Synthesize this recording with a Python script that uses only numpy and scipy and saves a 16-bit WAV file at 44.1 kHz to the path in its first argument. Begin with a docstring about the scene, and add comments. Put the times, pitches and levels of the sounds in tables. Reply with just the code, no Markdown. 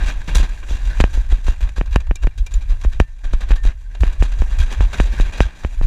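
"""A sled rolls fast down a steel trough, heard from the microphone of a small camera riding along on it.
Wheels hiss through trough and housing over a low drumming of the sheet; ripples and seams heave the sled
in deep, slowing swings (thuds). Hard landings step the mount and ring the case (knocks), loose parts chatter
in bursts of grit that ring the housing (rattles) or sing single fading tones (pings), and air hisses faintly.
All of it is close to the microphone, whose covered port dulls the treble and whose input rounds loud peaks."""
import sys
import numpy as np
from scipy import signal
from scipy.fft import rfft, irfft
from scipy.io import wavfile
from scipy.ndimage import uniform_filter1d

SR = 44100
rng = np.random.default_rng(int(sys.argv[2]) if len(sys.argv) > 2 else 0)


def bounce(signal):
    """Save signal as a 16-bit WAV file at the path given by the first command-line argument."""
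    frames = np.transpose(np.atleast_2d(signal))
    limited = np.clip(frames, -1, 1)
    pcm = np.round(limited * 32767).astype(np.int16)
    wavfile.write(sys.argv[1], SR, pcm)


N = 258426  # length in samples

# Rolling between the blows. Each row: time in seconds, wheel hiss drive in relative dB,
# steady drumming level in dB, treble drive of the hiss in relative dB.
ROLLING_LEVELS = [(0.0, -34, -14, -55), (0.13, -45, -25, -57.5), (0.77, -47.5, -26.5, -55.5),
                  (0.96, -43, -22, -56), (1.42, -54.5, -25.5, -59.5), (2.01, -53.5, -24.5, -67),
                  (2.35, -56.5, -27.5, -68.5), (2.74, -54.5, -20.5, -63.5), (3.23, -60, -33, -68),
                  (3.49, -44.5, -27, -59), (3.74, -64.5, -29, -65), (3.98, -49.5, -26, -65),
                  (4.16, -49.5, -22, -60), (4.96, -42, -22, -55), (5.27, -40.5, -19, -55.5),
                  (5.45, -52.5, -36, -65), (5.65, -46.5, -36.5, -56.5), (5.86, -49, -6, -60.5)]
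# Spectrum of the sheet's drumming. Each row: frequency in Hz, density in relative dB per Hz.
DRUMMING_SPECTRUM = [(10, -42), (15, -3), (30, 2), (45, 0), (60, -10), (80, -16.5), (115, -27), (170, -43),
                     (300, -71.5)]
# The steel singing under the wheels. Each row: pitch in Hz, width in Hz, gain in dB.
TROUGH_MODES = [(1563, 120, -3.5), (1735, 120, -12)]
# The housing around the microphone. Each row: pitch in Hz, width in Hz, gain in dB.
HOUSING_MODES = [(163, 124, -1.5), (307, 156, -11), (585, 350, -12), (966, 580, -9), (1586, 122, -6.5),
                 (1644, 730, -14.5), (2415, 340, -10), (2766, 32, -7), (3280, 350, -9.5), (3747, 270, -7.5),
                 (4630, 150, -14.5), (5884, 830, -12.5), (6860, 540, -16), (9550, 490, -19.5),
                 (14200, 4400, -19.5)]
# Bursts of chatter. Each row: start in seconds, relative level in dB, brightness in dB,
# nominal 60 dB decay in seconds (each band takes its own share of it).
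RATTLES = [(0.025, -29, 2, 0.24), (0.059, -19.5, 0.5, 0.25), (0.2746, -19, -5, 0.23), (0.347, -13, 9, 0.18),
           (0.377, -23, 0.5, 0.33), (0.49, -32.5, 7, 0.063), (0.627, -24.5, -11, 0.073),
           (0.684, -27.5, 0.5, 0.73), (0.846, -31.5, 3, 0.27), (0.9797, -31.5, 3, 0.29),
           (1, -12, 2.5, 0.062), (1.0345, -21, 1.5, 0.076), (1.1278, -26.5, 1.5, 0.39),
           (1.297, -27.5, -1.5, 0.33), (1.4336, -33, 8.5, 0.21), (1.4625, -25.5, 2.5, 0.28),
           (1.605, -21.5, 0, 0.17), (1.687, -31, 6, 0.045), (1.7585, -25, 0, 0.23),
           (1.856, -33.5, 4, 0.078), (1.9076, -35, 2, 0.33), (1.925, -27, 0.6, 0.12),
           (1.9577, -9, 4.5, 0.016), (2.001, -32, 3, 0.054), (2.0668, -31, -6, 0.07),
           (2.1087, -26, -15, 0.042), (2.155, -26.5, 12.5, 0.038), (2.2175, -25.5, 0.3, 0.14),
           (2.268, -13, -1, 0.016), (2.307, -45, 6, 0.053), (2.376, -29.5, 9.5, 0.096),
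           (2.462, -29, 12.5, 0.046), (2.508, -36, 6, 0.15), (2.537, -25, 9, 0.11), (2.608, -33, 2, 0.13),
           (2.688, -25, 1.5, 0.15), (2.8112, -30.5, 5, 0.083), (2.8354, -22, -1.5, 0.08),
           (2.9194, -29.5, -1.5, 0.17), (2.953, -36, -5, 0.056), (2.997, -16.5, 4, 0.06),
           (3.032, -37, 7, 0.034), (3.234, -29.5, -3.5, 0.26), (3.33, -19.5, -1, 0.08),
           (3.405, -23.5, -0.5, 0.15), (3.486, -28, 1.5, 0.11), (3.5034, -17, -5, 0.1),
           (3.5543, -25.5, 3.5, 0.092), (3.632, -24.5, 4, 0.096), (3.648, -24, -3, 0.21),
           (3.948, -22.5, -5.5, 0.058), (4.003, -27, 6, 0.18), (4.0362, -26.5, -5, 0.33),
           (4.1255, -33, 12, 0.05), (4.194, -32, 2, 0.44), (4.2214, -24, 7, 0.11), (4.277, -33, -3, 0.13),
           (4.315, -25.5, 0.5, 0.1), (4.3854, -31.5, 4, 0.19), (4.4132, -27, 0, 0.097),
           (4.502, -29.5, -2.5, 0.3), (4.583, -27, 8, 0.17), (4.602, -27, 0.5, 0.36),
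           (4.7024, -28, -2, 0.34), (4.721, -20.5, 6, 0.07), (4.8043, -23, -1, 0.18),
           (4.9273, -17.5, -1, 0.12), (4.977, -22, 0, 0.097), (4.997, -20, 3.2, 0.3),
           (5.1193, -36.5, 12, 0.13), (5.178, -32.5, 15, 0.14), (5.2067, -20, 0.5, 0.11),
           (5.322, -23.5, -5, 0.43), (5.3707, -33.5, 7.5, 0.28), (5.402, -21.5, 2.5, 0.2),
           (5.59, -38, 11, 0.13), (5.633, -21.5, -7, 0.047), (5.818, -29.5, -4.5, 0.37)]
# Heaves of the sled. Each row: time of the deepest swing in seconds, level in dB, pitch in Hz at that moment.
THUDS = [(0.07, -6, 40.3), (0.178, -12, 33.5), (0.319, -7.5, 33), (0.377, -2, 38.6), (0.415, -2.5, 34.7),
         (0.509, -13.5, 33.3), (0.725, -2.5, 37), (0.879, -7, 40), (1.018, -3.5, 50.4), (1.051, -7, 37),
         (1.155, -8.5, 33), (1.188, -8, 39.5), (1.308, -10, 33), (1.339, -5.5, 39.2), (1.495, -3.5, 44.6),
         (1.644, -3.5, 38.4), (1.799, -6, 38), (1.876, -13.5, 27.0), (1.929, -9, 42.7), (1.973, -6, 44.5),
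         (2.101, -7.5, 44.4), (2.256, -4, 36.7), (2.413, -5, 40.7), (2.564, -7.5, 39), (2.716, -8, 42.2),
         (2.872, -2.5, 43.3), (2.959, -17, 27), (3.014, -3, 57.4), (3.275, -12, 23.6), (3.347, -4, 33.2),
         (3.373, -24, 33.2), (3.442, -12.5, 39.7), (3.523, -2.5, 36.6), (3.666, -4.5, 34),
         (4.025, -1, 55.8), (4.082, -4, 38), (4.215, -4, 53.7), (4.317, -14.5, 40), (4.412, -6.5, 51),
         (4.452, -10.5, 35.4), (4.539, -15, 36.2), (4.608, -1.5, 53.6), (4.644, -13.5, 32.5),
         (4.804, -7.5, 65), (4.842, -7.5, 36.6), (5.012, -4, 32.8), (5.049, -14, 42), (5.108, -13.5, 43.1),
         (5.214, -3.5, 32.4), (5.273, -14, 36.5), (5.417, -6, 44.3), (5.461, -11.5, 51), (5.659, -12, 53.6),
         (5.823, -16, 43)]
# Hard knocks through the mount. Each row: time in seconds, height of the step in dB.
KNOCKS = [(0.279, -27), (0.351, -19), (0.4, -15.5), (0.7097, -18), (1.0028, 2), (1.0399, 2), (1.175, -16.5),
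          (1.325, -13), (1.4826, -11), (1.7816, -16.5), (1.812, -5.5), (1.9602, 2.5), (2.111, -6.5),
          (2.244, -15.5), (2.2712, -8), (2.8488, -10.5), (3.0012, 5), (3.3355, -10.5), (3.5066, -10),
          (3.6518, -16), (4.0343, -4.5), (4.2243, -4), (4.4203, -9.5), (4.807, -6.5), (5.0007, 1.5),
          (5.139, -22), (5.1994, -6), (5.405, 6.5), (5.648, -6.5), (5.8127, -11.5)]
# Harder knocks touch more briefly. Each row: knock level in dB, sharpness of the contact in Hz.
CONTACT_SHARPNESS = [(-14, 1180), (-4.5, 2580)]
# Ring of a knock. Each row: pitch in Hz, width of one pass in Hz, relative gain in dB.
KNOCK_MODES = [(1857, 300, -7), (2610, 850, -3.5), (2980, 330, -3), (3840, 390, -22), (6030, 1300, 2),
               (10500, 5400, 3.5)]
# Loose steel parts. Each row: pitch in Hz, 60 dB decay in seconds, blows as (start in seconds, level in dB).
LOOSE_PARTS = [(151, 0.11, [(0.28, -20), (0.352, -25)]), (1605, 0.054, [(1.763, -27.5), (3.409, -37),
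               (4.619, -23), (5.432, -23)]), (1790, 0.35, [(1.962, -46), (3.001, -42.5), (3.571, -38)]),
               (2370, 0.068, [(2.157, -33), (2.31, -44), (2.466, -32.5), (2.613, -40)]),
               (2753, 0.27, [(0.721, -41), (1.471, -39), (2.17, -48.5), (3.003, -51)]),
               (5300, 0.045, [(2.16, -42), (2.466, -44)]), (3320, 0.065, [(4.605, -26)]),
               (7100, 0.013, [(2.539, -12)])]

SHAKE_DB, SHAKE_S = -9.5, 0.0615  # drumming stirred by a heave: level against it in dB, spread in seconds
TOP_HZ = 15350  # upper limit of the microphone input


def undb(db):
    """Gain of a dB value."""
    return 10 ** (np.asarray(db) / 20)


def unit(x):
    """Scale to rms 1."""
    return x / np.sqrt(np.mean(x ** 2))


def cut(x, hz, kind, order=2):
    """Butterworth low- or high-pass."""
    return signal.sosfilt(signal.butter(order, hz, kind, fs=SR, output="sos"), x)


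def ring(x, hz, width):
    """Resonance with gain 1 at its centre."""
    return signal.lfilter(*signal.iirpeak(hz, hz / width, fs=SR), x)


def walk(rate):
    """Random levels held 1 / rate seconds, then smoothed twice over that time."""
    hold = int(SR / rate)
    steps = np.repeat(rng.standard_normal(N // hold + 1), hold)
    return uniform_filter1d(uniform_filter1d(steps, hold), hold)[:N]


def grit(spread_db):
    """Dense tiny impacts of very uneven size."""
    return unit(rng.standard_normal(N) * undb(spread_db * rng.exponential(size=N)))


def body(x, modes, patchy_db=2.5):
    """Sum of resonances, each fed unevenly as different parts touch; neighbours cancel between their peaks."""
    out = np.zeros(N)
    for hz, width, db in modes:
        feed = x * unit(undb(patchy_db * walk(60)))
        out += undb(db) * ring(feed, hz, width)
    return out


def join_bands(low, mid, high, low_edge_hz=2900.0, high_edge_hz=5500.0):
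    """Join three excitations: below, between and above two edges."""
    between = cut(cut(mid, low_edge_hz, "high", order=4), high_edge_hz, "low", order=4)
    return cut(low, low_edge_hz, "low", order=4) + between + cut(high, high_edge_hz, "high", order=4)


def add(track, s, sound):
    """Mix a sound into a track at a time in seconds, trimmed to the track."""
    i = int(round(s * SR))
    a, b = max(i, 0), min(i + len(sound), N)
    track[a:b] += sound[a - i:b - i]


def drumming(heave, rumble_db):
    """Low noise shaped like the drumming sheet, swelling with the smoothed strength of every heave."""
    f = np.maximum(np.arange(N // 2 + 1) * SR / N, 1)
    hz, db = np.transpose(DRUMMING_SPECTRUM)
    shape = undb(np.interp(np.log(f), np.log(hz), db))
    drum = unit(irfft(rfft(rng.standard_normal(N)) * shape, N))
    heave_rms = np.sqrt(np.abs(uniform_filter1d(heave ** 2, int(SHAKE_S * SR))))
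    return drum * (undb(rumble_db) + undb(SHAKE_DB) * heave_rms)


def wheel_hiss(hiss_db, treble_db, drive_db=16.0, bright_db=19.5):
    """Gritty contact of the wheels, flickering in level, heard through trough and housing."""
    flicker = unit(undb(1.75 * walk(40) + 2.34 * walk(200) + 1.54 * walk(11)))
    grains = grit(2.67) * flicker
    low = grains * undb(hiss_db + drive_db)
    high = grains * undb(treble_db + bright_db)
    mid = np.sqrt(low * high) * np.sign(grains)  # level halfway in dB between low and high
    through_trough = body(low, TROUGH_MODES, patchy_db=8.0)
    return through_trough + body(join_bands(low, mid, high), HOUSING_MODES)


def air(db=-73.5, tilt_hz=1490.0):
    """A faint smooth hiss of passing air: noise tilted down towards the treble."""
    hiss = cut(rng.standard_normal(N), 150.0, "high")
    return undb(db) * unit(cut(hiss, tilt_hz, "low", order=1))


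def rattles(low_db=6.0, mid_db=6.0, high_db=0.0, mid_share=0.56, hold=1.07, attack_s=0.0035):
    """Loose parts chatter in flurries of uneven sub-hits that ring the housing and die treble first."""
    bands, t = np.zeros((3, N)), np.arange(SR // 2) / SR
    lasting = (1.3, 0.95, 0.75)  # share of the nominal decay time: low, mid, high
    for s, db, bright_db, t60 in RATTLES:
        offsets_db = (low_db, mid_db + mid_share * bright_db, high_db + bright_db)
        for band, offset_db, share in zip(bands, offsets_db, lasting):
            fade = undb(db + offset_db - 60 * (t / (share * t60)) ** hold)
            add(band, s, (1 - np.exp(-t / attack_s)) * fade)
    flurry = unit(undb(2.6 * walk(70) + 3.06 * walk(330)))
    return body(join_bands(*(bands * flurry * grit(2.02))), HOUSING_MODES)


def thuds(rise=0.68, fall=0.82, glide=0.16):
    """A swing or two of the sled on its springy sheet; it builds, peaks downward and slows as it dies."""
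    out, t = np.zeros(N), np.arange(-3000, 5000) / SR
    for s, db, hz in THUDS:
        turns = hz * t  # cycles counted from the deepest swing; rise and fall are in cycles too
        spread = fall + (fall - rise) * (np.tanh(2 * turns) - 1) / 2  # glides from rise to fall
        swell = np.exp(-(turns / spread) ** 2)
        swing = np.cos(2 * np.pi * (turns - glide * turns ** 2))
        add(out, s + t[0], -undb(db) * swell * swing)
    return out


def knocks(lag_hz=280.0, lag_width=500.0, settle_hz=107.0, snap_db=9.0):
    """A sudden step of the mount: its low part arrives late, settles back, and the edge rings the case."""
    click = np.eye(1, 800)[0]
    pushes = np.zeros(N)
    for s, db in KNOCKS:
        contact_hz = np.interp(db, *np.transpose(CONTACT_SHARPNESS))
        add(pushes, s, undb(db) * cut(click, contact_hz, "low", order=3))  # softer contact, longer push
    step = cut(np.cumsum(pushes), settle_hz, "high", order=1)
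    late = step - 2 * ring(step, lag_hz, lag_width)  # an all-pass: same colour, lows delayed
    snap = np.zeros(N)
    for hz, width, db in KNOCK_MODES:
        # through mount and case in turn, so the ring swells for a cycle or two
        snap += undb(db) * ring(ring(step, hz, width), hz, width)
    return late + undb(snap_db) * snap


def pings(waver=0.0053, rough_db=1.5, attack_s=0.0022):
    """Loose steel parts struck: single fading tones that waver in pitch and buzz a little in level."""
    out, t = np.zeros(N), np.arange(SR // 3) / SR
    drift, buzz = walk(60), walk(200)
    for hz, t60, blows in LOOSE_PARTS:
        for s, db in blows:
            start = int(s * SR)
            bend = np.resize(drift[start:], len(t))
            rough = np.resize(buzz[start:], len(t))
            fade = undb(db - 60 * t / t60 + rough_db * rough) * (1 - np.exp(-t / attack_s))
            phase = 2 * np.pi * np.cumsum(hz * (1 + waver * bend)) / SR
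            add(out, s, fade * np.sin(phase))
    return out


def scene():
    """All layers at the one microphone on the sled, in one channel."""
    s, *columns = np.transpose(ROLLING_LEVELS)
    hiss_db, rumble_db, treble_db = (np.interp(np.arange(N) / SR, s, c) for c in columns)
    heave = thuds()
    rolling = drumming(heave, rumble_db) + wheel_hiss(hiss_db, treble_db)
    return (rolling + air() + rattles() + heave + knocks() + pings())[None]


def record(dry, port_hz=10500.0, ceiling=1.0):
    """The covered microphone port dulls the treble; the input rounds the loudest peaks; the top is cut."""
    dull = cut(dry, port_hz, "low")
    rounded = dull / (1 + (dull / ceiling) ** 6) ** (1 / 6)
    steep_cut = signal.ellip(10, 0.2, 70, TOP_HZ, fs=SR, output="sos")
    return signal.sosfilt(steep_cut, rounded)


dry = scene()
out = record(dry)
bounce(out)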